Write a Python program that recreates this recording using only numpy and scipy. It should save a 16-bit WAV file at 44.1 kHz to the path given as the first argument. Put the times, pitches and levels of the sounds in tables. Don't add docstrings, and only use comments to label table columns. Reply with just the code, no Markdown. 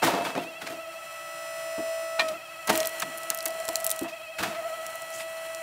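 import sys
import numpy as np
from scipy import signal
from scipy.fft import rfft, irfft, next_fast_len
from scipy.io import wavfile
from scipy.ndimage import uniform_filter1d, map_coordinates

SR = 44100
rng = np.random.default_rng(int(sys.argv[2]) if len(sys.argv) > 2 else 0)


def rack_gain(trim_db):
    fader = np.asarray(trim_db, float)
    return 10 ** (fader / 20)


def master(y):
    cut = np.clip(np.atleast_2d(y).T, -1, 1)
    pcm = np.round(cut * 32767)
    wavfile.write(sys.argv[1], SR, pcm.astype(np.int16))


N = 247842
T = np.arange(N) / SR
TEETH = 11
# [f/Hz, density/dB per Hz]
CASING = [(40, -26), (430, -25.5), (620, -11.5), (1200, -13), (2600, -13.5), (3200, -11.5), (3650, -27),
          (4200, -12.5), (4850, -29.5), (5300, -19.5), (6300, -24), (8500, -18), (11500, -23.5),
          (16000, -26)]


def evened(x):
    return x / np.sqrt(np.mean(x ** 2) + 1e-20)


def curves(rows):
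    t_s, *columns = np.transpose(rows)
    return [np.interp(T, t_s, column) for column in columns]


def read(points, hz):
    f_hz, value = np.transpose(points)
    return np.interp(np.log(hz + 1), np.log(f_hz + 1), value)


def coloured(x, db_at):
    size = next_fast_len(len(x))
    gain = rack_gain(db_at(np.fft.rfftfreq(size, 1 / SR)))
    return evened(irfft(rfft(x, size) * gain, size)[:len(x)])


def drift(top_hz):
    return coloured(rng.standard_normal(N), lambda hz: -40 * np.log10(1 + (hz / top_hz) ** 2))


def resonate(x, hz, width_hz):
    carrier = np.exp(2j * np.pi * np.cumsum(hz * np.ones(len(x))) / SR)
    pole = np.exp(-np.pi * width_hz / SR)
    return 2 * (carrier * signal.lfilter([1 - pole], [1, -pole], x / carrier)).real


def add(mix, t_s, sound):
    part = mix[round(t_s * SR):][:len(sound)]
    part += sound[:len(part)]


def near():
    return 1 - np.clip(2 * (1.47 - T), 0, 1)


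def air():
    # [f/Hz, density/dB per Hz]
    rumble_spectrum = [(15, -66), (25, -24), (123, -6), (163, -2), (293, -23), (334, 10), (454, -55),
                       (600, -16), (780, 8), (1320, -120)]
    rumble = coloured(rng.standard_normal(N), lambda hz: read(rumble_spectrum, hz))
    return rack_gain(-58 + 0.27 * drift(15)) * rumble


def pin():
    t_s, level_db, hz, t60_s = .238, -45, 9400, .3
    out, t = np.zeros(N), T[:SR // 3]
    add(out, t_s, rack_gain(level_db - 60 * t / t60_s) * np.sin(2 * np.pi * hz * t))
    return out


def glove():
    # [t/s, level/dB, band centre f/Hz]
    stroke = [
        (5.09, -68, 4110),
        (5.14, -41.5, 6640),
        (5.17, -40, 7600),
        (5.21, -46, 8900),
        (5.24, -50, 8300),
    ]
    level_db, centre_hz = curves(stroke)
    rub = rng.standard_normal(N) * rack_gain(2.3 * drift(185))
    touching = (T > stroke[0][0]) * (T < stroke[-1][0])
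    return rack_gain(level_db) * touching * evened(resonate(rub, centre_hz, 2200))


def blows():
    # [t/s, level/dB, centre f/Hz, t60/s]
    tumble_rows = [
        (0.018, -17.5, 900, 0.12),
        (0.056, -20.5, 900, 0.29),
        (.12, -27.5, 640, 0.74),
        (0.239, -27, 1230, 0.23),
        (.345, -29, 477, 0.39),
        (.607, -33, 1470, 0.079),
        (0.659, -30, 1940, 0.06),
        (5.19, -37, 2460, 0.14),
    ]
    # [t/s, level/dB, centre f/Hz]
    thud_rows = [(.03, -21.5, 320), (0.269, -38.5, 265), (0.407, -40.5, 536), (.62, -42.5, 225),
                 (.689, -38, 312), (2.207, -40, 306), (2.297, -41.5, 310), (2.679, -33, 202),
                 (2.72, -32, 347), (3.49, -53, 248), (4.389, -36.5, 151), (4.45, -37.5, 198)]
    # [t/s, level/dB, centre f/Hz, t60/s]
    crack_rows = [
        (2.28, -31, 3000, 0.048),
        (2.672, -26, 1100, 0.052),
        (2.69, -14.5, 716, 0.07),
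        (3.018, -24.5, 1300, .035),
        (3.299, -33, 1550, 0.13),
        (3.455, -29, 1220, 0.05),
        (4.079, -39, 2460, 0.18),
        (4.382, -27, 1520, 0.17),
        (4.425, -22.5, 1240, 0.1),
        (4.438, -34, 1230, 0.54),
    ]
    # [t/s, level/dB, centre f/Hz, t60/s]
    clunk_rows = [
        (1.778, -32.5, 410, 0.13),
        (2.187, -26.5, 1510, .04),
        (2.193, -22, 2600, 0.11),
        (3.03, -46, 240, 0.41),
        (3.685, -31, 830, 0.038),
        (4.01, -34.5, 347, 0.18),
        (4.04, -39, 1160, 0.27),
        (4.545, -35, 2070, .11),
    ]
    # [rise/s, treble slope/dB per octave]
    kind_rows = [
        (0.015, -8),
        (0.014, -4.5),
        (0.0075, -6.5),
        (0.003, -12),
    ]
    thud_rows = [(*row, 0.3) for row in thud_rows]
    groups = zip((tumble_rows, thud_rows, crack_rows, clunk_rows), kind_rows)
    return [(*row, *kind) for rows, kind in groups for row in rows]


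def knocks():
    # [f/Hz, width/Hz, level/dB]
    frame_modes = [(176, 93, -9.5), (230.5, 18, -4), (265, 13, -5.5), (330, 17.6, 5), (431, 3.6, -8),
                   (691, 22.6, 5), (900, 61, -12.5), (976.5, 25, -0.5), (1284, 11.5, -9), (1863, 62, -1),
                   (2400, 13, -81), (3393, 68, -1.5)]
    out, t = np.zeros(N), np.arange(SR // 2) / SR
    for t_s, level_db, centre_hz, t60_s, rise_s, slope_db in blows():

        def colour_db(hz):
            octaves = np.log2((hz + 1) / centre_hz)
            return np.where(hz > centre_hz, slope_db, 4.0) * octaves - 30 * np.log10(1 + 95 / (hz + 1))

        impacts = rack_gain(2.0 * rng.exponential(1, len(t) // 50).repeat(50))
        shower = coloured(rng.standard_normal(len(t)) * impacts, colour_db)
        decay = rack_gain(level_db - 60 * np.maximum(t - rise_s, 0) / t60_s)
        add(out, t_s, decay * np.minimum(t / rise_s, 1) * shower)
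    ring = np.zeros(N)
    for k, (hz, width_hz, level_db) in enumerate(frame_modes):
        ring += (-1) ** k * rack_gain(level_db) * resonate(out, hz, width_hz)
    return 0.93 * out + rack_gain(7) * ring


def ram_clack():
    # [f/Hz, level/dB, t60/s]
    steel_modes = [(1003, -11, 0.08), (1100, -9, 0.77), (1360, -17, 5.0), (1843, -3.5, 0.24),
                   (2405, -1.5, 0.098), (3100, -20, 0.18), (3160, -12, 0.08), (3730, -5, 0.079),
                   (4115, 3.5, 0.031), (5350, -34, 0.092)]
    hit_s, hit_db, rebound_s = 2.1935, -20, 0.0071
    out, t = np.zeros(N), np.arange(SR // 2) / SR
    steel = np.zeros(len(t))
    for hz, level_db, t60_s in steel_modes:
        steel += rack_gain(hit_db + level_db - 60 * t / min(t60_s, .12)) * np.sin(2 * np.pi * hz * t)
    add(out, hit_s, steel * np.minimum(t / 0.0017, 1))
    add(out, hit_s + rebound_s, .5 * steel * np.minimum(t / 0.00066, 1))
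    return out


def snaps():
    # [t/s, peak level/dB, centre f/Hz]
    fibre_rows = [(2.673, -19, 7000), (2.6769, -17, 8660), (2.704, -15, 8000), (2.7546, -11.5, 3300),
                  (2.7596, -13, 13400), (2.776, -10, 8360), (2.8033, -11.5, 6000), (2.8307, -16, 3510),
                  (2.85, -19, 3290), (2.8717, -8, 11360), (3.0024, -17, 7450), (3.0208, -13, 7360),
                  (3.1758, -19.5, 10400), (3.3021, -7.5, 6100), (3.3744, -19, 11900), (3.4058, -19.5, 4350),
                  (3.456, -10, 11300), (3.4599, -14, 6800), (3.6888, -12.5, 7040), (3.7564, -6.5, 6030),
                  (3.844, -12, 10500), (3.8491, -12, 14700), (3.8656, -6, 10580), (3.903, -10, 11230),
                  (3.9084, -18, 10800), (3.914, -8.5, 8150), (3.9917, -18, 6860), (4.8654, -22, 6950),
                  (5.0204, -24, 9100), (5.5478, -21.5, 6700)]
    # [t/s, peak level/dB]
    splinter_rows = [(2.6961, -21), (2.729, -20), (2.8565, -18), (2.893, -24), (2.999, -16),
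                     (3.1822, -18.5), (3.233, -24), (3.347, -17), (3.3873, -20), (3.4271, -23),
                     (3.4827, -20.5), (3.506, -24), (3.601, -24.5), (3.653, -22), (3.477, -20),
                     (3.681, -21), (3.7305, -26), (3.7673, -20), (3.802, -21), (3.8081, -26), (3.8748, -19),
                     (3.8946, -19), (3.9244, -22), (3.9614, -25), (4.012, -26.5), (4.0328, -26.5),
                     (4.903, -32), (4.9554, -27), (5.104, -28)]
    snap_t60_s, scatter_t60_s, scatter_db, rise_s = 0.0056, 0.052, -29.5, 0.00035
    tear_s, tear_db = .0013, -9
    out, t = np.zeros(N), np.arange(3000) / SR
    shape = rack_gain(-60 * t / snap_t60_s) + rack_gain(scatter_db - 60 * t / scatter_t60_s)
    shape = shape * np.minimum(t / rise_s, 1)
    splinters = [(t_s, peak_db, rng.uniform(6000, 13800)) for t_s, peak_db in splinter_rows]
    for t_s, peak_db, centre_hz in fibre_rows + splinters:

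        def colour_db(hz):
            low_cut_db = 12 * np.maximum(np.log2(2500 / (hz + 1)), 0)
            return -8 * abs(np.log2((hz + 1) / centre_hz)) - low_cut_db

        hiss = coloured(rng.standard_normal(len(t)), colour_db)
        tick = hiss * shape
        tick = tick / abs(tick).max()
        add(out, t_s, rack_gain(peak_db) * tick)
        tear_delay_s = tear_s * (.5 + abs(hiss[-1]))
        add(out, t_s + tear_delay_s, rack_gain(peak_db + tear_db) * tick)
    return out


def hunting():
    return evened(resonate(rng.standard_normal(N), 12.3, 8.1))


def tooth_turns():
    # [t/s, tooth rate f/Hz, oil pressure unsteadiness/0-1]
    speed_rows = [(0, 654, .3), (1.0, 654.5, .15), (1.3, 655.3, .02), (2.19, 655.2, .02), (2.27, 640, .1),
                  (2.4, 648, .1), (2.66, 651, .1), (2.72, 635, .2), (2.81, 637, .3), (2.87, 651, .3),
                  (3.5, 654.2, .4), (3.85, 653, .4), (4.0, 647, .2), (4.45, 645, .15), (4.7, 650, .4),
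                  (5.0, 653.6, .4), (5.2, 653, .06)]
    # [t of first extreme/s, swing/Hz, swing rate f/Hz, dying time/s]
    jolt_rows = [
        (.368, -42, 12, .28),
        (.69, -44, 11.8, .22),
        (2.315, -36, 12.3, .25),
        (4.073, 34, 12.2, .24),
        (4.5, 30, 11.7, .2),
    ]
    tooth_hz, unsteady = curves(speed_rows)
    swing_hz, reach_hz = np.zeros(N), np.zeros(N)
    for t_s, depth_hz, rate_hz, dying_s in jolt_rows:
        onset = np.clip((T - t_s) * 4 * rate_hz + 1, 0, 1)
        fading = depth_hz * np.exp(-np.maximum(T - t_s, 0) / dying_s)
        swing_hz = (1 - onset) * swing_hz + onset * fading * np.cos(2 * np.pi * rate_hz * (T - t_s))
        reach_hz = (1 - onset) * reach_hz + onset * abs(fading)
    even = np.cumsum(tooth_hz + 4 * unsteady * hunting() + .4 * drift(10)) / SR
    return even + np.cumsum(swing_hz) / SR, even, np.exp(-reach_hz / 12), unsteady


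def voicing():
    # [t/s, effort/dB, lopsided tooth pulse/dB, gear slack/0-1]
    effort_rows = [(.45, -46.5, -55.5, 0.77), (.78, -40, -47.5, 0.52), (1.24, -44, -46.5, 0.51),
                   (1.91, -29.5, -54.5, 0), (2.11, -34.5, -46.5, 0.37), (2.3, -27.5, -42.5, 0.66),
                   (2.39, -49.5, -52.5, 0.81), (2.64, -48, -51.5, 0.65), (2.82, -30.5, -46.5, 0),
                   (2.9, -43.5, -55, 0.54), (3.3, -42, -47.5, 0.53), (3.52, -34, -52.5, 0.5),
                   (3.9, -34, -49.5, 0), (4.07, -42.5, -56, 0.82), (4.43, -39, -54, 0.85),
                   (4.65, -33, -45.5, 0.4), (5.01, -42, -50, 0.43), (5.21, -36.5, -53.5, .6)]
    effort_db, second_db, slack = curves(effort_rows)
    slack = np.clip(slack, 0, 1)
    bite_s, bite_db, bite_fade_s = 2.69, 10, 0.26
    surge_db = bite_db * (T > bite_s) * np.exp(-abs(T - bite_s) / bite_fade_s)
    far = 1 - near()
    first_db = effort_db + 0.91 * surge_db
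    third_db = -52 - 13.5 * slack ** 4 + 0.82 * surge_db
    rattle_db = -68.5 + 21 * slack + 7.5 * far
    rush_db = -48 - 6 * slack ** 2 + 0.05 * (effort_db + 32.5) - 2 * far + surge_db
    return [first_db, second_db, third_db, rattle_db], rush_db, slack


def gear_whine(turns, even, calm, unsteady, levels_db, slack):
    slot_order, slot_db = 43, -1.5
    rattle_db = levels_db[3]
    levels_db = levels_db + [rattle_db - 10, rattle_db - 19, rattle_db - 17, rattle_db - 19]
    held = 0.83 * slack ** 2 * near() + 0.86 * (1 - near())
    held = np.clip(held * np.minimum(2 * (1 - calm), 1), 0, 1)
    throb = 1 + 0.23 * near() * np.cos(2 * np.pi * turns / TEETH)
    whine = np.zeros(N)
    for k, level_db in enumerate(levels_db):
        ripple = unsteady * .9 / (k + 1) ** 1.4
        ripple = ripple + 0.22 * k * (1 - calm) * (.7 + .3 * near())
        flutter = 1 + ripple * (hunting() + .5j * drift(68))
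        part = held * (k < 3)
        swinging = np.sqrt(1 - part ** 2) * np.exp(2j * np.pi * (k + 1) * turns)
        spin = swinging + part * np.exp(2j * np.pi * (k + 1) * even)
        tone = (flutter * spin).real / np.sqrt(1 + ripple ** 2)
        whine += 2 ** .5 * rack_gain(level_db) * (throb if k > 2 else 1) * tone
    slots = np.cos(2 * np.pi * slot_order / TEETH * even)
    return whine + rack_gain(rattle_db + slot_db) * near() * (1 - calm) * slots


def revolution(size=4096):
    # [shaft order, level/dB]
    mesh_orders = [(55, -29), (66, -31), (77, -30), (88, -20), (99, -23), (110, -43), (121, -25),
                   (132, -27), (143, -25), (154, -27), (165, -34), (176, -37), (187, -43), (198, -43),
                   (209, -44), (220, -37), (231, -29), (242, -45), (253, -42), (264, -54)]
    # [shaft order, level/dB]
    side_orders = [(9, -38), (10, -12), (12, -26), (13, -30), (18, -28), (19, -23), (21, -25), (23, -29),
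                   (24, -25), (30, -23), (32, -29), (34, -28), (43, -16), (45, -27), (46, -25), (72, -28),
                   (122, -27), (144, -29), (177, -32)]
    order = np.arange(size // 2 + 1)
    level_db = read(CASING, order * 63.3) - 21 + 4.9 * rng.standard_normal(len(order))
    phase = 2 * np.pi * rng.random(len(order))
    for k, mesh_db in mesh_orders:
        k = round(k)
        lines = k + np.arange(-2, 3)
        level_db[lines] = np.maximum(level_db[lines], mesh_db - 9 * abs(lines - k))
        phase[lines] = phase[k] + np.pi * (lines == k - 1)
    for k, side_db in side_orders:
        level_db[round(k)] = side_db
    whine_order = (order % TEETH == 0) & (order < 5 * TEETH)
    level_db[(order < 1) | (order > 275) | whine_order] = -200
    return size / 2 ** .5 * irfft(rack_gain(level_db) * np.exp(1j * phase))


def oil_rush(turns, calm):
    # [f/Hz, width/Hz, level/dB]
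    valve_modes = [(7280, 210, 0.5), (10270, 96, 1), (13600, 69, -11)]
    beat = 1 + 0.064 * np.cos(2 * np.pi * turns / TEETH) + 0.035 * np.cos(2 * np.pi * turns)
    oil = coloured(rng.standard_normal(N) * beat, lambda hz: read(CASING, hz)) * rack_gain(1.1 * drift(21))
    oil = oil - 0.43 * (1 - calm) * resonate(oil, 9200, 6600)
    return oil + sum(rack_gain(level_db) * resonate(oil, hz, width_hz) for hz, width_hz, level_db in valve_modes)


def pump():
    # [t/s, share of steady orders/0-1]
    grip_rows = [(0, .4), (.7, .6), (1.2, .9), (2.2, .9), (2.7, .42), (4.0, .42), (4.7, .33), (5.62, .33)]
    # [harmonic, level re rush/dB]
    shrill_rows = [(9, -17), (16, -18), (21, -14)]
    # [delay/s, gain]
    echo_rows = [(.0031, 1), (.0074, 0.089), (0.0148, .3), (.021, 0.022)]
    turns, even, calm, unsteady = tooth_turns()
    levels_db, rush_db, slack = voicing()
    whine = gear_whine(turns, even, calm, unsteady, levels_db, slack)
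    turn = revolution()
    orders = map_coordinates(turn, [turns / TEETH % 1 * len(turn)], order=3, mode="grid-wrap")
    oil = oil_rush(turns, calm)
    share = curves(grip_rows)[0] * (0.46 + 0.51 * calm)
    fine = rack_gain(rush_db + 15) * share * orders
    fine = fine + rack_gain(rush_db + 6) * np.sqrt(1 - share ** 2) * oil
    for k, level_db in shrill_rows:
        fine += rack_gain(rush_db + level_db) * np.cos(2 * np.pi * k * turns)
    tray_hum = rack_gain(14) * resonate(oil * rack_gain(rush_db), 331.5, 9)
    heard = whine + fine + tray_hum
    upper = whine - resonate(whine, 470, 1530)
    for delay_s, gain in echo_rows:
        add(heard, delay_s, gain * near() * upper)
    return heard


def scene():
    return (air() + pin() + glove() + knocks() + ram_clack() + snaps() + pump())[None]


def band_limit(x):
    return signal.sosfilt(signal.butter(12, 16970, fs=SR, output="sos"), x)


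def record(dry):
    edge = signal.firwin(801, 15720, window=("kaiser", 9), fs=SR)
    wide = signal.firwin(801, 16800, window=("kaiser", 9), fs=SR)
    top = signal.oaconvolve(dry, (wide - edge)[None], "same")
    loud = uniform_filter1d(top ** 2, 300) > rack_gain(-43) ** 2
    opening = uniform_filter1d(uniform_filter1d(1. * loud, 200), 200)
    mix = signal.oaconvolve(dry, edge[None], "same") + .4 * top * opening
    return band_limit(mix)


dry = scene()
out = record(dry)
master(out)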